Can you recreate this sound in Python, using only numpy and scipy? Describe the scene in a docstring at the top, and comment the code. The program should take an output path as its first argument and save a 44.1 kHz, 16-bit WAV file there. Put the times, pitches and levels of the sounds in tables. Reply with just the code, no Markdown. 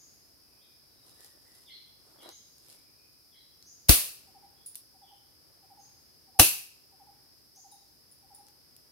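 """A slingshot fires twice close to a stereo microphone at a forest camp: the bands whip forward, the pouch slaps,
the rubber cracks, and the trunks scatter a bright noise tail. The first puff of air hits mainly the left port.
In the hand, rubber creaks in grains of noise, fingers tick and steel shot rings in short noise bursts.
Out in the forest one bird hoots in threes and others chirp far off, all as gliding sines with echo;
behind them lie low air, an insect drone near 5 kHz and a fine hiss, all shaped noise."""
import sys
import numpy as np
from scipy import signal
from scipy.fft import rfft, irfft, next_fast_len
from scipy.io import wavfile
from scipy.ndimage import uniform_filter1d, map_coordinates

SR = 44100
rng = np.random.default_rng(int(sys.argv[2]) if len(sys.argv) > 2 else 0)


def pcm_store(signal):
    """Save signal as 16-bit PCM."""
    levels = np.round(np.clip(np.atleast_2d(signal), -1, 1) * 32767)
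    wavfile.write(sys.argv[1], SR, levels.astype(np.int16).T)


N = 392931


def amp(db):
    """Decibels to gain."""
    return 10 ** (np.asarray(db) / 20)


def unit(x):
    """Scaled to rms 1."""
    return x / np.sqrt(np.mean(x ** 2) + 1e-20)


def along(points, hz):
    """Values at hz, read from (Hz, value) points on a log frequency axis."""
    point_hz, values = np.transpose(points)
    return np.interp(np.log(hz + 1), np.log(point_hz + 1), values)


def wobble(rate):
    """A smooth random curve with rate knots a second."""
    knots = rng.standard_normal(int(N * rate / SR) + 4)
    return map_coordinates(knots, [np.arange(N) * rate / SR])


def fade(t, t60):
    """Silence before t = 0, then an exponential decay by 60 dB in t60 seconds."""
    return (t >= 0) * np.exp(-np.log(1000) * np.abs(t) / t60)


def add(out, s, x):
    """Mix x into out from second s on."""
    start = round(s * SR)
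    x = x[..., max(-start, 0):N - start]
    start = max(start, 0)
    out[..., start:start + x.shape[-1]] += x


# Likeness of the two microphone ports. Each row: frequency in Hz, left-right correlation from 0 to 1.
PORT_LIKENESS = [(60, 0.24), (300, 0.25), (800, 0.22), (2000, 0.018), (5000, 0.002), (12000, 0.028)]


def noise(spectrum, size=N, rings=()):
    """Stereo noise of rms 1 with resonant humps; the ports are partly alike in the bass, hardly in the treble."""
    m = next_fast_len(size)
    hz = np.fft.rfftfreq(m, 1 / SR)
    level = along(spectrum, hz)
    for ring_hz, width_hz, db in rings:
        level = level + db / (1 + (2 * (hz - ring_hz) / width_hz) ** 2)
    # mid and side in this proportion give the wanted correlation
    turn = np.arccos(np.clip(along(PORT_LIKENESS, hz), -1, 1)) / 2
    white = rfft(rng.standard_normal((2, m)))
    mid, side = irfft(white * amp(level) * [np.cos(turn), np.sin(turn)], m)[:, :size]
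    return unit(np.array([mid + side, mid - side]))


def among_trees(x, t60, direct_db, wet_db):
    """A sound plus the diffuse answer of trunks and leaves: convolution with decaying noise."""
    t = np.arange(SR) / SR
    swell = 1 - np.exp(-t / .008)
    tail = noise([(20, 0), (20000, 0)], size=SR) * fade(t, t60) * swell
    wet = signal.fftconvolve(np.atleast_2d(x), tail / np.linalg.norm(tail[0]), axes=1)[:, :N]
    return amp(direct_db) * x + amp(wet_db) * wet


# The sharp first crack of rubber on the fork, close by.
# Each row: frequency in Hz, relative level per Hz in dB.
CRACK_COLOUR = [(60, -16), (400, -6.5), (1000, -10), (1900, -8), (3300, -6), (5200, 2), (6200, 0),
                (7300, -6), (10500, 0.5), (13000, -2), (15800, -6)]


def rubber_crack(t, crack_db, t60, rings):
    """Rubber hits the fork: a burst of noise with a rise of about a millisecond and a short decay."""
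    rise = np.clip(t / 0.00097, 0, 1)
    return amp(crack_db) * fade(t, t60) * rise * noise(CRACK_COLOUR, size=SR, rings=rings)


# Echo from the far trunks, with bass and top lost on the way.
# Each row: frequency in Hz, relative level per Hz in dB.
FAR_ECHO_COLOUR = [(100, -15.5), (1000, -14), (2000, -10.5), (2400, 0.5), (3400, -3.5), (4400, 4.5),
                   (7000, -3), (10500, -2), (15800, -12)]


def whip_and_trunks(t, lead, whip_db, scatter_db, colour, rings, near_t60=0.39, far_t60=0.6, far_db=-17):
    """Bands rush through the air before the crack; near and far trunks scatter it back as decaying noise."""
    whip = amp(whip_db) * np.exp(-(t / lead) ** 6) * (t < .001)
    # the echo builds within 4.4 ms and its level trembles slightly
    scatter = amp(scatter_db + 0.3 * wobble(160)[:SR]) * np.clip(t / 0.0044, 0, 1)
    rush = (whip + scatter * fade(t, near_t60)) * noise(colour, size=SR, rings=rings)
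    far_noise = noise(FAR_ECHO_COLOUR, size=SR, rings=rings)
    far = scatter * amp(far_db) * fade(t, far_t60) * far_noise
    return rush + far


def pouch_slap(t, slap_db, width=0.00039):
    """The pouch stops dead: one push of air and a slower suction."""
    age = np.maximum(t - .0014, 0) / width
    push, suction = np.exp(-age), np.exp(-age / 4) / 16
    return amp(slap_db) * np.e * age * (push - suction)


# Dull knock of fork and fist, close by. Each row: frequency in Hz, relative level per Hz in dB.
KNOCK_COLOUR = [(30, -13.5), (70, -1.5), (125, -0.5), (200, -9.5), (320, 3.5), (400, -6.5), (520, -3),
                (650, -5.5), (900, -12.5), (1180, -9.5), (1500, -14), (3000, -31.5)]
# Low modes of the wooden fork in the fist. Each row: frequency in Hz, level in dB, 60 dB decay in seconds.
FORK_MODES = [(308.4, -19.5, 0.11), (388, -25, 0.037), (502, -23, 0.021)]


def fork_knock(t, knock_db, t60=0.13):
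    """Fork and fist give a dull noise burst and the wooden modes ring as decaying sines, alike on both ports."""
    knock = amp(knock_db) * fade(t - .001, t60) * noise(KNOCK_COLOUR, size=SR)[0]
    for hz, db, mode_t60 in FORK_MODES:
        knock = knock + amp(db) * fade(t, mode_t60) * np.sin(2 * np.pi * hz * t)
    return knock


def air_puff(t, start_hz, end_hz, settle, t60):
    """A gust overloads a microphone port, which swings back ever more slowly: a falling, decaying sine."""
    age = np.maximum(t, 0)
    cycles = end_hz * age + (start_hz - end_hz) * settle * (1 - np.exp(-age / settle))
    return -np.sin(2 * np.pi * cycles) * fade(t, t60)


# Two short low knocks at the second shot, near 780 and 1155 Hz.
# Each row: centre in seconds, frequency in Hz, level in dB, half length in seconds.
SHOT_KNOCKS = [(6.3973, 780.5, -14, 0.0039), (6.3989, 1155, -21, 0.0036)]


def shot_knocks(out, t, early):
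    """Two short low knocks at the second shot: sines under bell-shaped swells, mixed into out."""
    for s, hz, db, half in SHOT_KNOCKS:
        add(out, s - early, amp(db) * np.exp(-(t / half) ** 2) * np.sin(2 * np.pi * hz * t))


# The two shots, close to the microphone. Each row: start in seconds, whip lead in seconds, whip level in dB,
# crack level in dB, crack 60 dB decay in seconds, scatter level in dB, slap level in dB, knock noise level in dB,
# air puff level in dB, puff delay in seconds, final puff frequency in Hz, puff on the right port in dB re left.
SHOT_TABLE = [(3.8929, 0.0071, -20.5, -0.5, 0.019, -11, -5.5, -24, -3, .003, 52.1, -28.5),
              (6.3955, 0.005, -22, -0.5, 0.034, -11, -9, -18.5, -11.5, .006, 95, -1)]
# Colour of whip and near echo, one list for each shot.
# Each row: frequency in Hz, relative level per Hz in dB.
SHOT_COLOURS = [
    [(30, -19), (100, -15.5), (200, -17), (350, -19.5), (600, -9.5), (1000, -15), (2000, -9.5), (3200, -6),
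     (4600, -3.5), (7500, -6), (10000, 3), (13000, 0), (15800, -3.5)],
    [(30, -22.5), (100, -12.5), (200, -17.5), (320, -15.5), (600, -14), (1000, -11), (2000, -11),
     (3400, -5), (4600, -0.5), (7500, -4.5), (10500, 5), (13000, 2.5), (15800, -5)],
]
# Resonances of the taut bands and pouch, one list for each shot.
# Each row: frequency in Hz, width in Hz, height in dB.
BAND_RINGS = [
    [(330, 68, 5), (1100, 180, 4), (2704, 320, 5.5), (4450, 500, 1.5)],
    [(322, 36, 4.5), (810, 160, 4.5), (1822, 220, 1.5), (2660, 470, 12.5), (6040, 270, 4)],
]


def shots(puff_cycles=4.7):
    """The bands whip, crack and slap, the fork knocks, air puffs at the ports and the forest answers."""
    out = np.zeros((2, N))
    early = .02  # seconds kept before t = 0 for the whip
    t = np.arange(SR) / SR - early
    for shot, colour, rings in zip(SHOT_TABLE, SHOT_COLOURS, BAND_RINGS):
        (s, lead, whip_db, crack_db, crack_t60, scatter_db, slap_db, knock_db,
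         puff_db, puff_delay, puff_hz, right_db) = shot
        bright = rubber_crack(t, crack_db, crack_t60, rings)
        bright = bright + whip_and_trunks(t, lead, whip_db, scatter_db, colour, rings)
        thump = pouch_slap(t, slap_db) + fork_knock(t, knock_db)
        puff = amp(puff_db) * air_puff(t - puff_delay, start_hz=118, end_hz=puff_hz, settle=0.0032,
                                       t60=puff_cycles / puff_hz)
        # dB offsets for the left and the right port
        add(out, s - early, bright * amp([[.4], [-.4]]) + thump + puff * amp([[0], [right_db]]))
    shot_knocks(out, t, early)
    return out


# Rubs of bands, fingers and sleeve in the hand while the slingshot is drawn and eased off.
# Each row: peak in seconds, swell in seconds, release in seconds, rubbing level in dB,
# crackle level in dB before a common trim.
RUB_EVENTS = [(.55, .04, 0.061, -71, -72), (1.08, 0.031, .04, -67, -60.5), (1.235, 0.087, .08, -64, -56.5),
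              (1.58, 0.14, 0.12, -70.5, -61), (2.08, 0.051, 0.18, -66.5, -66.5),
              (2.222, 0.0071, 0.019, -58, -55.5), (2.278, 0.036, .028, -50.5, -63),
              (2.73, .1, .07, -70, -56.5), (5.5, .12, .15, -72, -82)]
# Soft rubbing. Each row: frequency in Hz, relative level per Hz in dB.
RUB_COLOUR = [(120, -27), (230, -8), (350, 5.5), (450, 1), (600, 1.5), (740, 0), (1000, -2), (1300, -5),
              (1900, -11), (2600, -21), (4000, -35)]
# Bright crackle. Each row: frequency in Hz, relative level per Hz in dB.
CRACKLE_COLOUR = [(1000, -17), (4000, 1.5), (7000, -3), (11000, 5), (15500, -14.5)]


def drawing(crackle_trim_db=-1, roundness=1.25):
    """Rubber and sleeve stick and slip in tiny grains: noise of jumping level under each swelling rub."""
    t, rubbing, crackling = np.arange(N) / SR, np.zeros(N), np.zeros(N)
    for s, swell, release, rub_db, crackle_db in RUB_EVENTS:
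        side = np.where(t < s, swell, release)
        effort = np.exp(-(np.abs(t - s) / side) ** roundness)  # roundness 1 is a sharp peak, 2 a bell
        rubbing += amp(rub_db) * effort
        crackling += amp(crackle_db + crackle_trim_db) * effort
    rub = rubbing * unit(noise(RUB_COLOUR) * amp(4.3 * wobble(180)))
    crackle = crackling * unit(noise(CRACKLE_COLOUR) * amp(3.7 * wobble(570)))
    return rub + crackle


# Ticks of pouch, bands and fork in the fingers.
# Each row: start in seconds, level in dB before trims and echo, body in dB before its trim.
FINGER_TICKS = [(1.2068, -43, -13), (1.2463, -44, -2), (1.5522, -49, -11), (2.2906, -41.5, 3),
                (2.5824, -47, -20), (2.685, -46, -15), (2.7, -47, 2), (3.626, -53, 8.5), (4.7475, -46, 0),
                (4.7553, -28.5, -17), (4.7593, -37, -9), (7.5605, -48, -19), (8.4677, -52, 1.5),
                (8.485, -50, 1), (8.765, -43, -28)]
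# Bright snap of a tick. Each row: frequency in Hz, relative level per Hz in dB.
SNAP_COLOUR = [(1000, -37), (2000, -24.5), (4000, -6), (7000, -10), (10500, 0), (13000, -3.5), (15500, -11)]
# Fuller body of a tick. Each row: frequency in Hz, relative level per Hz in dB.
TICK_BODY_COLOUR = [(200, -35), (900, -18), (2000, -20), (4500, 11), (8000, 1), (15000, -26.5)]


def ticks(snap_db=5, body_trim_db=4, t60=.009):
    """Small dry contacts in the fingers: very short bursts of snap and body noise."""
    out, t = np.zeros((2, N)), np.arange(SR // 10) / SR
    for s, db, body_db in FINGER_TICKS:
        snap = amp(snap_db) * noise(SNAP_COLOUR, size=len(t))
        body = amp(body_db + body_trim_db) * noise(TICK_BODY_COLOUR, size=len(t))
        add(out, s, amp(db) * fade(t, t60) * (snap + body))
    return among_trees(out, t60=0.2, direct_db=-5.5, wet_db=-11)


# Steel shot clinks in the hand. 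Each row: start in seconds, level in dB before the echo mix.
STEEL_CLINKS = [(4.6608, -39), (7.7154, -52.5), (8.114, -55), (8.3462, -48)]
# Ring of the steel. Each row: frequency in Hz, relative level per Hz in dB.
STEEL_COLOUR = [(1000, -71), (3800, -27), (6000, -30.5), (7300, -18), (8500, -32.5), (9400, -15),
                (9780, 5.5), (10200, -21.5), (12000, -19), (15500, -23)]


def clinks(t60=0.18):
    """Steel balls touch with a thin, high ring: decaying noise with a narrow peak near 9.8 kHz."""
    out, t = np.zeros((2, N)), np.arange(SR // 2) / SR
    for s, db in STEEL_CLINKS:
        add(out, s, amp(db) * fade(t, t60) * noise(STEEL_COLOUR, size=len(t)))
    return among_trees(out, t60=0.52, direct_db=-0.5, wet_db=-7.0)


def whistle(length, start_hz, end_hz, rasp_hz=0):
    """One gliding sine note; a fast random tremor of the pitch makes it hoarse."""
    u = np.linspace(0, 1, int(length * SR))
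    tremor = rng.standard_normal(len(u))
    for _ in range(2):
        tremor = uniform_filter1d(tremor, size=110)
    hz = start_hz + (end_hz - start_hz) * u + rasp_hz * np.clip(unit(tremor), -2, 2)
    return np.sin(np.pi * u).clip(0) * np.sin(2 * np.pi * np.cumsum(hz) / SR)


# Calls of the hooting bird among the trees. Each row: middle hoot in seconds, level in dB before the shape
# and echo, pitch in Hz before the shape, gap to the last hoot in seconds.
HOOT_CALLS = [(4.355, -51, 788, 0.077), (5.024, -51.5, 788, 0.094), (5.709, -51, 790, 0.071),
              (6.357, -51.5, 785, 0.091), (7.006, -51.5, 794, .071), (7.65, -51.5, 789, 0.079),
              (8.311, -52, 800, .076)]
# The three hoots of every call.
# Each row: level in dB re the call, pitch ratio, glide to either side as a share of the pitch.
THREE_HOOTS = [(-7, .975, .06), (0.5, 1, .07), (0.46, 1.022, .05)]


def hooting_bird(first_lead=.076, onset_hz=890, onset_db=-9.0):
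    """Falling hoots in threes, each a little higher; the high start of each carries mostly as echo."""
    hoots, onsets = np.zeros((2, N))
    for middle, call_db, call_hz, gap in HOOT_CALLS:
        times = [middle - first_lead, middle, middle + gap]
        for s, (db, ratio, glide) in zip(times, THREE_HOOTS):
            hz = call_hz * ratio
            hoot = whistle(.04, hz * (1 + glide), hz * (1 - glide))
            onset = whistle(0.014, onset_hz * 1.06, onset_hz / 1.06)
            add(hoots, s - .008, amp(call_db + db) * hoot)
            add(onsets, s - .012, amp(call_db + db + onset_db) * onset)
    hoots = among_trees(hoots, t60=0.53, direct_db=-3.0, wet_db=-7.5)
    return hoots + among_trees(onsets, t60=.7, direct_db=-5, wet_db=1.0)


# Far off, a bird with one thin rising note.
# Each row: start in seconds, level in dB before the echo mix, start and end pitch in Hz.
RISING_CALLS = [(-.03, -53.5, 5540, 6950), (2.299, -54, 5670, 7120), (3.649, -53.5, 5660, 7100),
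                (5.787, -58.5, 6350, 6710), (7.543, -55, 5650, 7180)]
# Far off, a bird with a quick dipping and rising phrase.
# Each row: start in seconds, level in dB before the echo mix, pitch ratio.
PHRASE_CALLS = [(1.657, -51.5, 1), (2.178, -56.5, .96), (3.312, -61.5, 0.96)]
# Notes of the phrase. Each row: delay in seconds, length in seconds, start and end pitch in Hz before the ratio,
# level in dB re the phrase, rasp in Hz.
NOTES_OF_PHRASE = [(0, .055, 3600, 3330, -2.5, 109.8), (.018, .028, 3399, 2899, -7, 150.1),
                   (.028, .03, 2350, 1980, -7.5, 70), (.04, .026, 3850, 4200, -3, 170),
                   (.052, .052, 4287, 4140, 0, 130)]
# Single faint gliding notes: far birds, and two near 1.9 kHz probably rubber squeaking in the draw.
# Each row: start in seconds, length in seconds, start and end pitch in Hz, level in dB before the echo mix.
FAINT_NOTES = [(0.369, 0.44, 2560, 2340, -78), (.594, 0.062, 3100, 3980, -66.5),
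               (0.836, .32, 3950, 3800, -75), (1.137, .12, 1824, 1910, -69), (1.423, .1, 1895, 2007, -71),
               (2.596, .38, 2274, 2466, -79.5), (2.949, 0.14, 2550, 2490, -74.5),
               (4.552, 0.073, 3210, 3700, -71), (5.021, 0.052, 3470, 3410, -65.5),
               (5.068, 0.04, 3110, 3040, -63.5), (7.709, .026, 3750, 3830, -64.5)]


def far_birds_and_squeaks():
    """Hoarse far chirps and faint notes, two probably rubber squeaks: gliding sines heard mostly as echo."""
    out = np.zeros(N)
    for s, db, start_hz, end_hz in RISING_CALLS:
        add(out, s, amp(db) * whistle(.058, start_hz, end_hz, rasp_hz=240))
    for s, db, ratio in PHRASE_CALLS:
        for delay, length, start_hz, end_hz, note_db, rasp_hz in NOTES_OF_PHRASE:
            note = whistle(length, start_hz * ratio, end_hz * ratio, rasp_hz)
            add(out, s + delay, amp(db + note_db) * note)
    for s, length, start_hz, end_hz, db in FAINT_NOTES:
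        add(out, s, amp(db) * whistle(length, start_hz, end_hz, rasp_hz=90))
    return among_trees(out, t60=0.82, direct_db=-2.5, wet_db=6.0)


# Low moving air all around. Each row: frequency in Hz, relative level per Hz in dB.
AIR_COLOUR = [(20, -29.5), (35, -13.5), (60, -0.5), (130, -1), (200, -6.5), (300, -3.5), (480, -8.5),
              (1000, -14), (2500, -17), (3200, -19.5), (3800, -21), (5000, -46)]
# Chorus of insects. Each row: frequency in Hz, relative level per Hz in dB.
DRONE_COLOUR = [(2120, -42.5), (3600, -19.5), (4470, -8.5), (5050, 3), (5300, -1.5), (5750, -9),
                (6480, -20.5), (7000, -20), (9100, -49.5), (15400, -120)]
# Fine high hiss. Each row: frequency in Hz, relative level per Hz in dB.
HISS_COLOUR = [(3820, -36.5), (6500, -12.5), (7630, -8), (8690, 0.5), (11400, 4.5), (14200, 2.5),
               (15800, -4)]


def forest(air_db=-68.0, drone_db=-63, hiss_db=-66.02):
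    """Low moving air, an almost steady insect chorus and a fine hiss: three shaped noises."""
    air_level = amp(air_db + 0.82 * wobble(2.5))
    drone_level = amp(drone_db + .3 * wobble(0.43) + .4 * wobble(8.2))
    # air and hiss are slightly stronger on the left port, in dB
    air = air_level * noise(AIR_COLOUR) * amp([[.4], [-.4]])
    drone = drone_level * noise(DRONE_COLOUR)
    hiss = amp(hiss_db) * noise(HISS_COLOUR) * amp([[1.1], [-1.1]])
    return air + drone + hiss


def scene():
    """Everything heard at the camp, from the slingshot to the forest behind it."""
    return shots() + drawing() + ticks() + clinks() + hooting_bird() + far_birds_and_squeaks() + forest()


def record(dry, top_hz=15880):
    """Peaks clip at full scale; the treble ends steeply at the band limit."""
    m = next_fast_len(N + SR // 2)
    hz = np.fft.rfftfreq(m, 1 / SR)
    clipped = np.clip(dry, -1, 1)
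    passband = 1 / (1 + (hz / top_hz) ** 200)
    return irfft(rfft(clipped, m) * passband, m)[:, :N]


dry = scene()
out = record(dry)
pcm_store(out)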